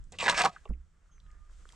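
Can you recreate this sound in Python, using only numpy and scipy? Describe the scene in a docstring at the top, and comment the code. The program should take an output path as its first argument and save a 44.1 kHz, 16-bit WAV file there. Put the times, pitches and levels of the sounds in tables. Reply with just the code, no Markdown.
"""At a block hearth in a yard: a steel shovel is pushed through gritty ash close to the microphone.
A touch, two scraping strokes and a trickle of grit are random grains ringing the blade and shaking the hearth.
A ringing knock and ticks of pebbles and crumbs are resonant bursts; a foot thumps the soil in two low tones.
Far birds are gliding tones; wind rumble on the microphone, leaf murmur and the hiss of ash that starts
to pour are shaped noise. The block wall and ground answer the close sounds with short noise tails."""
import sys
import numpy as np
from scipy import signal
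from scipy.fft import rfft, irfft, next_fast_len
from scipy.io import wavfile
from scipy.ndimage import map_coordinates

SR = 44100
rng = np.random.default_rng(int(sys.argv[2]) if len(sys.argv) > 2 else 0)


def master(y):
    """Save y as 16-bit WAV."""
    cut = np.clip(np.atleast_2d(y).T, -1, 1)
    pcm = np.round(cut * 32767)  # scale
    wavfile.write(sys.argv[1], SR, pcm.astype(np.int16))


N = 77175
T = np.arange(N) / SR  # time [s]

# Push of the blade, in four parts: touch, first stroke, second stroke, trickle.
# (time [s], low ring [dB], middle ring [dB], fine grit [dB], hearth rumble [dB])
PUSH = [
    [(0.121, -50.5, -59, -50.5, -54.5), (0.125, -60, -55.5, -44.5, -57.5), (0.139, -71, -55, -62, -58.5),
     (0.153, -57.5, -62, -55, -56.5), (0.169, -73.5, -69, -67, -63), (0.18, -70, -72, -61, -63)],
    [(0.187, -44, -50.5, -42.5, -62.5), (0.217, -38, -39.5, -32.5, -51), (0.231, -31.5, -37, -37, -40),
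     (0.267, -32, -28.5, -33.5, -40), (0.277, -29, -40, -43, -44.5), (0.283, -28.5, -23, -33, -41.5),
     (0.299, -27, -24.5, -29, -44), (0.305, -30.5, -34, -38, -44), (0.319, -40, -38, -42.5, -44.5),
     (0.327, -34, -32.5, -46.5, -48.5), (0.34, -41.5, -43, -53.5, -50)],
    [(0.343, -39.5, -34, -44, -48.5), (0.369, -38, -34, -32, -57), (0.397, -31, -29.5, -26, -51),
     (0.411, -24, -26.5, -37.5, -47.5), (0.421, -24, -23.5, -26.5, -46), (0.431, -39.5, -36.5, -43, -45),
     (0.437, -28.5, -31, -39, -46), (0.453, -25.5, -40.5, -35.5, -42.5), (0.459, -20, -34.5, -42, -41),
     (0.473, -36, -44, -45, -41.5), (0.51, -58.5, -63.5, -67.5, -65.5)],
    [(0.52, -59, -63.5, -70, -67), (0.532, -56.5, -59, -61, -70), (0.55, -63, -59.5, -62, -72),
     (0.564, -70, -53, -69, -74), (0.576, -68, -62, -67, -75), (0.612, -90, -74, -94, -89.5),
     (0.64, -72.5, -71, -70, -73)],
]
# Ringing modes of the blade: (pitch [Hz], width [Hz], level [dB], extra once tipped for the second stroke [dB])
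BLADE_MODES = [(576.3, 28, -4.5, -8.5), (654, 24, -12.5, 5), (726, 30, -9.5, 5), (785.5, 45, -8, 6.5),
               (975, 55, 2, -3), (1124, 45, 1.5, -1), (1255.7, 33, -8, 6.5), (1602, 90, -8.5, 6.5),
               (1684, 45, -5.5, 0), (1966, 110, -2, -4.5), (2303, 220, -7.5, -0.5), (2595, 100, -5, -2.5),
               (3720, 90, -6, -5.5), (4360, 120, -15, 0), (5410, 200, -13, 0), (6020, 100, -15.5, -0.5),
               (6700, 100, -15, 0), (7900, 500, -11.5, -2.5)]
# Colour of the fine grit: (frequency [Hz], relative level per Hz [dB])
GRIT_COLOUR = [(1500, -22.5), (2500, -2.5), (3200, -4), (4200, -3.5), (6500, -11.5), (8200, -11),
               (9500, -20.5), (11400, -25.5), (15500, -32)]
# Colour of the hearth and handle: (frequency [Hz], relative level per Hz [dB])
HEARTH_COLOUR = [(65, -41), (110, -9), (171, 6.5), (276, -9), (500, 0), (650, -30.5), (1100, -120)]
# Stones that catch the edge: (time [s], peak before the microphone [dB], pitch [Hz], push t60 [s], sharpness Q [1])
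STONE_CATCHES = [(.1216, -35.5, 7440, 0.024, 1.8), (.1235, -48, 3700, 0.026, 1.5),
                 (.122, -48, 600, .15, 1.7), (.187, -28, 2740, .05, 2.3), (.187, -31.5, 7357, 0.017, 1.4),
                 (.2009, -25, 2840, 0.033, 1.5), (.2129, -21.5, 2600, .05, 2.5),
                 (.2414, -20, 1316, 0.0092, 0.53), (.2622, -17, 1499, .015, .7),
                 (.281, -12, 1300, .06, 0.75), (.2964, -17.5, 3705, .025, 2.5),
                 (.3154, -23.5, 4500, .012, .6), (.3255, -23, 1300, .03, 1.5),
                 (.3461, -22, 1660, 0.023, 1.3), (.3845, -18, 1710, 0.025, 1),
                 (.4034, -17.5, 1299, .025, 0.82), (.4184, -12, 3826, .015, 0.41),
                 (.4374, -18, 1510, 0.024, 0.48), (.4494, -17, 5530, 0.0095, 0.83),
                 (.4544, -14.5, 948, 0.038, 0.94), (.228, -25, 567, .06, 2),
                 (.309, -22.5, 2985, .015, 0.96), (.441, -18.5, 770.4, .08, 3.3),
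                 (.459, -23, 790, 0.065, 2.4)]
# The edge squeals as it slides: (start [s], length [s], first pitch [Hz], last pitch [Hz], bend [1],
# level before the microphone [dB], roughness [Hz], swell [1]: small = loudest early)
EDGE_SQUEALS = [(.187, .088, 7500, 8900, 2.2, -45, 350, .8), (.187, .045, 2750, 2650, 1, -38, 250, 1.2),
                (.378, .028, 5000, 5200, 1, -40, 450, 1.3)]
# A ringing knock near .65 s, and ticks of pebbles and crumbs:
# (time [s], peak before the microphone [dB], pitch [Hz], push t60 [s], sharpness Q [1])
KNOCK_AND_TICKS = [(.0405, -52, 7700, .012, .7), (.5626, -37, 1420, .03, 2), (.6548, -47, 2650, .035, 2.4),
                   (.6542, -45, 1060, .08, 4), (.6535, -48, 810, .07, 4), (.653, -48, 620, .08, 4),
                   (.652, -50, 412, .14, 3.5), (1.6541, -58, 450, .02, 1.2), (.6774, -56, 2150, .02, 1.8),
                   (.6908, -54, 1450, .015, 1.4), (.691, -50, 8200, .012, .7), (.7347, -57, 2330, .04, 2.8),
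                   (1.0585, -65, 1390, .02, 2.5), (1.099, -63, 1260, .03, 2.2),
                   (1.1797, -59, 1500, .015, 2), (1.1797, -63, 2250, .015, 4),
                   (1.2012, -54, 3800, .02, 1.3), (1.2645, -62, 1500, .02, 1.8),
                   (1.2645, -66, 3150, .03, 3), (1.3039, -58, 1950, .015, 1.5), (1.3144, -56, 6800, .01, 1),
                   (1.496, -58, 1330, .02, 2), (1.6538, -45, 1370, .004, 2.1),
                   (1.6905, -46, 3200, .018, 1.7), (1.6905, -54, 1250, .012, 1.5),
                   (1.6908, -47, 8900, .012, 1.5), (1.7018, -55, 2000, .015, 2.8),
                   (1.7232, -49, 3100, .012, 1.3), (1.7232, -45, 6200, .012, .7),
                   (1.7325, -54, 950, .04, 2.2)]
# Microphone response to close sources: (frequency [Hz], gain [dB])
CLOSE_MICROPHONE = [(8000, -0.5), (9300, -6), (10500, -15.5), (12500, -24.5), (15500, -28)]
# Tones of the packing soil: (settled pitch [Hz], level [dB], t60 [s])
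SOIL_TONES = [(28.02, -32, 0.32), (67, -24, 0.26)]
# Crunch under the sole: (time [s], peak [dB], pitch [Hz], push t60 [s], sharpness Q [1])
SOLE_CRUNCH = [(.695, -39, 110, 0.05, 0.96), (.7075, -32, 135, .06, .9), (.7, -49, 295, 0.22, 3.5),
               (.698, -52, 436, 0.17, 2.4), (.701, -58, 720, 0.08, 1.2), (.702, -53, 1150, .06, 2.1)]
# Far bird calls: (start [s], length [s], first pitch [Hz], last pitch [Hz], bend [1],
# level [dB], roughness [Hz], swell [1]: small = loudest early)
BIRD_CALLS = [(1.112, .11, 6450, 5850, 1.1, -74, 100, .45), (1.112, .06, 3150, 3250, 1.1, -82, 250, .5),
              (1.215, .07, 4100, 3700, 1.3, -85, 30, 1), (1.195, .18, 1330, 1203, .5, -72, 6, 1.6),
              (1.33, .155, 1200, 1226, 1.1, -71, 6, 1.7), (1.25, .17, 1620, 1760, .5, -75, 120, .9),
              (1.08, .08, 1280, 1240, 1.1, -78, 200, .6)]
# Decay of the block wall and ground: (frequency [Hz], t60 [s])
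WALL_DECAY = [(300, 0.053), (2000, 0.039), (10000, 0.09)]
# Strength of what the wall sends back: (frequency [Hz], gain [dB])
WALL_GAIN = [(300, -22.5), (1500, -16), (5000, -12.5), (9000, -10.5), (13000, -2)]
# Phase between the sides: (frequency [Hz], lead of the left [rad])
LEFT_LEAD = [(100, -0.23), (780, -0.34), (3450, -0.81), (6400, -0.5), (10000, -0.5)]
# Balance between the sides: (frequency [Hz], left over right [dB])
LEFT_LEAN = [(50, -4.5), (150, -.6), (700, -1.8), (1400, -2), (2800, -.7), (5500, -1.9), (10000, -.5)]
# Wind on the microphone: (time [s], buffeting [dB], roar [dB])
WIND_LEVELS = [(0.0, -44, -63.5), (0.146, -59, -61), (0.31, -53, -55), (0.36, -53, -58), (0.492, -55, -69),
               (0.652, -64, -73.5), (0.764, -51, -66), (0.896, -66.5, -75), (1.012, -66, -77.5),
               (1.228, -58, -66.5), (1.378, -53.5, -68.5), (1.472, -51, -77.5), (1.632, -51.5, -68.5),
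               (1.75, -53, -66.5)]
# Colours of the wind's buffeting and roar: (frequency [Hz], relative level per Hz [dB])
RUMBLE_COLOUR = [(8.8, -32), (15, -1), (38, 1.5), (70, -9), (80, -9.5), (100, -40), (180, -120)]
ROAR_COLOUR = [(47, -28.5), (80, -3), (97, -13.5), (162, -9), (220, -23.5), (400, -35.5), (520, -63.5),
               (880, -120)]
# The yard: (time [s], far murmur of leaves [dB], hiss of air and falling ash [dB])
YARD_LEVELS = [(0, -72, -78), (.04, -78, -80), (.5, -74, -74), (.62, -73, -73), (.74, -77, -84),
               (.9, -80, -83), (1.05, -78, -82), (1.31, -75, -79), (1.48, -75, -79), (1.54, -74, -72),
               (1.66, -72.5, -71), (1.75, -69, -66.5)]
# Colours of the murmur and the hiss: (frequency [Hz], relative level per Hz [dB])
MURMUR_COLOUR = [(150, -33), (250, -0.5), (685, -5), (818, -8.5), (1290, 0), (2020, -7), (3000, -17),
                 (3900, -47), (6600, -120)]
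HISS_COLOUR = [(1180, -32.5), (2000, -4.5), (2240, -9.5), (3200, -1.5), (4110, -6.5), (7610, -1),
               (8880, -7.5), (10500, -18.5), (15500, -39)]

LOW_HZ, HIGH_HZ = 1400, 3300  # bounds of the blade's low, middle and fine modes
GRAINS_PER_S, SIZE_DB, SHARED = 5000, 5, .4  # shared contacts, their size scatter, their share in every layer
OWN_PER_S, OWN_SIZE_DB = 9000, 2.5  # each layer's own grains are denser and more even than the shared ones
SHIFT_DB, SHIFTS_PER_S = 4.5, 40.06  # the moving contact favours now one mode, now another
CLUMP_DB, CLUMPS_PER_S = 2.5, 130  # the ash comes under the edge in clumps
BLOW, WIDEN = 5, 0.74  # first touch against the noise that follows; width factor of each stacked resonance
THUMP_S, THUMP_RISE_S = .6935, 0.0035
STIFFEN, STIFFEN_S = .5, 0.039  # the soil packs: pitch starts lower by this share and recovers
WIND_LEAN_DB = -3.5  # left over right
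TOP_HZ = 15700
SIDES = np.c_[[1, -1]]  # left, right


def shovel():
    """Grains under the edge ring the blade's modes, shake the hearth and crackle in the treble."""
    low_db, mid_db, fine_db, hearth_db = curves(np.concatenate(PUSH))
    start_s, end_s = PUSH[0][0][0], PUSH[-1][-1][0]
    tipped = T > PUSH[2][0][0]
    layers = []
    for hz, width, db, tip_db in BLADE_MODES:
        push_db = low_db if hz < LOW_HZ else mid_db if hz < HIGH_HZ else fine_db
        level_db = push_db + db + tip_db * tipped - 6.5 + SHIFT_DB * wobble(SHIFTS_PER_S)
        layers.append((level_db, lambda f, hz=hz, width=width: resonance(f, hz, width)))
    layers.append((hearth_db, lambda f: amp(along(HEARTH_COLOUR, f))))
    layers.append((fine_db - 5.5 + 3.8 * wobble(120), lambda f: amp(along(GRIT_COLOUR, f))))

    common = grains(GRAINS_PER_S, SIZE_DB)
    moving = (T > start_s) & (T < end_s)
    clumps = moving * amp(CLUMP_DB * wobble(CLUMPS_PER_S) - 1)
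    scrape = 0
    for level_db, response in layers:
        rub = SHARED * common + (1 - SHARED) * grains(OWN_PER_S, OWN_SIZE_DB)
        steady = np.std(filtered(rub, response))  # so that each layer's level holds whatever its width
        scrape = scrape + filtered(clumps * amp(level_db) * rub, response) / steady
    return scrape + bursts(STONE_CATCHES) + whistles(EDGE_SQUEALS)


def knock_and_ticks():
    """A ringing knock, and ticks of pebbles and crumbs: short pushes through six stacked resonances."""
    return bursts(KNOCK_AND_TICKS, order=6)


def thump():
    """A soft heavy footfall rings the ground in low tones that rise as the soil packs, with a crunch."""
    t = np.maximum(T - THUMP_S, 0)
    turn = 2 * np.pi * (t - STIFFEN * STIFFEN_S * (1 - np.exp(-t / STIFFEN_S)))
    rise = 1 - np.exp(-t / THUMP_RISE_S)
    ground = sum(amp(db - 60 * t / t60) * np.sin(hz * turn) for hz, db, t60 in SOIL_TONES)
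    return bursts(SOLE_CRUNCH) + rise * ground


def birds():
    """Far calls: tones that glide, swell and fade."""
    return whistles(BIRD_CALLS)


def wall(close):
    """The block wall and ground answer briefly: noise tails, a different one on each side."""
    hz, _, noise = signal.stft(rng.standard_normal((2, SR // 4)), SR, nperseg=256)
    t60 = along(WALL_DECAY, hz)[:, None]
    t = np.arange(noise.shape[-1]) * 128 / SR  # frames half a window apart
    shaped = noise * amp(-60 * t / t60) * np.sqrt(.1 / t60)  # shorter tails start louder
    tail = signal.istft(shaped, SR, nperseg=256)[1]
    sent = filtered(close, lambda f: amp(along(WALL_GAIN, f)))
    late = np.pad(sent, (100, 0))[None]  # delay in samples
    return signal.fftconvolve(late, tail / np.linalg.norm(tail[0]), axes=1)[:, :N]


def wind():
    """Wind on the microphone: low buffeting and a roar above it, both leaning to the right."""
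    buffet_db, roar_db = curves(WIND_LEVELS)
    lean_db = WIND_LEAN_DB / 2 * SIDES
    buffet = amp(buffet_db + 3.5 * wobble(8) + lean_db) * air(RUMBLE_COLOUR, 0.81)
    return buffet + amp(roar_db + 1.3 * wobble(4.4) + lean_db) * air(ROAR_COLOUR, .9)


def yard():
    """Far murmur of leaves and the hiss of air and falling ash: wide shaped noise with wavering levels."""
    murmur_db, hiss_db = curves(YARD_LEVELS)
    murmur = amp(murmur_db + 1.6 * wobble(36)) * air(MURMUR_COLOUR, .6)
    return murmur + amp(hiss_db + 0.66 * wobble(40)) * air(HISS_COLOUR, 0.65)


def grains(per_s, size_db):
    """Single contacts at random moments, a few much larger than the rest; rms 1."""
    hit, size, sign = rng.random((3, N))
    return unit((hit < per_s / SR) * amp(-size_db * np.log(size + 1 / 80)) * (sign - .5))


def bursts(rows, order=3):
    """Short contacts: a blow and dying noise through stacked resonances; more of them, a softer touch."""
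    out, t = np.zeros(N + SR), T[:8192]
    f = np.fft.rfftfreq(len(t), 1 / SR)
    for s, db, hz, t60, q in rows:
        push = rng.standard_normal(len(t)) * amp(-60 * t / max(t60, 1e-3))
        push[0] = BLOW * np.sqrt(SR * q / hz / 10)
        width = WIDEN * np.sqrt(order) * hz / q
        ring = irfft(rfft(push) * resonance(f, hz, width) ** order)
        out[round(s * SR):][:len(t)] += amp(db) * ring / np.abs(ring).max()
    return out[:N]


def whistles(rows):
    """Gliding tones, their pitch shaken by their roughness."""
    out = 0
    for s, length, hz0, hz1, bend, db, rough_hz, swell in rows:
        u = np.clip((T - s) / length, 0, 1)
        hz = hz0 + (hz1 - hz0) * u ** bend + rough_hz * wobble(700)
        level = amp(db + 3 + 2 * wobble(60)) * np.sin(np.pi * u ** swell)  # 3 dB: rms to peak of a sine
        out = out + level * np.sin(2 * np.pi * np.cumsum(hz) / SR)
    return out


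def air(spectrum, alike):
    """Stereo noise of rms 1; alike is the share common to both sides."""
    a, b = filtered(rng.standard_normal((2, N)), lambda f: amp(along(spectrum, f)))
    turn = np.arccos(np.clip(alike, 0, 1)) / 2
    return unit(np.cos(turn) * a + SIDES * np.sin(turn) * b)


def resonance(f, hz, width):
    """Complex response of one damped mode, 1 at its pitch."""
    return 1j * f * width / (hz * hz - f * f + 1j * f * width)


def filtered(x, response):
    """x times a complex response of frequency."""
    m = next_fast_len(N + SR // 2)
    return irfft(rfft(x, m) * response(np.fft.rfftfreq(m, 1 / SR)), m)[..., :N]


def wobble(rate):
    """A smooth random curve, rate knots a second."""
    return map_coordinates(rng.standard_normal(int(N * rate / SR) + 4), [T * rate])


def curves(rows):
    """One value per sample for each column after the time."""
    s, *cols = np.transpose(rows)
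    return [np.interp(T, s, c) for c in cols]


def along(points, hz):
    """(frequency [Hz], value) points joined on a log axis."""
    f, v = np.transpose(points)
    return np.interp(np.log(hz + 1), np.log(f + 1), v)


def amp(db):
    """Decibels to amplitude."""
    return 10 ** (np.asarray(db) / 20)


def unit(x):
    """x scaled to rms 1."""
    return x / np.sqrt(np.mean(x ** 2) + 1e-20)


def ports(f):
    """The two sides of the microphone differ in level and phase."""
    return amp(along(LEFT_LEAN, f) / 2 * SIDES) * np.exp(.5j * along(LEFT_LEAD, f) * SIDES)


def scene():
    """Close shovel, knock and ticks, footfall and birds in stereo, over the wall's answer, wind and yard."""
    close = filtered(shovel() + knock_and_ticks(), lambda f: amp(along(CLOSE_MICROPHONE, f)))
    direct = filtered(close + thump() + birds(), ports)
    return direct + wall(close) + wind() + yard()


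def record(dry):
    """The recorder keeps nothing above its band limit."""
    return filtered(dry, lambda hz: hz < TOP_HZ)


dry = scene()
out = record(dry)
master(out)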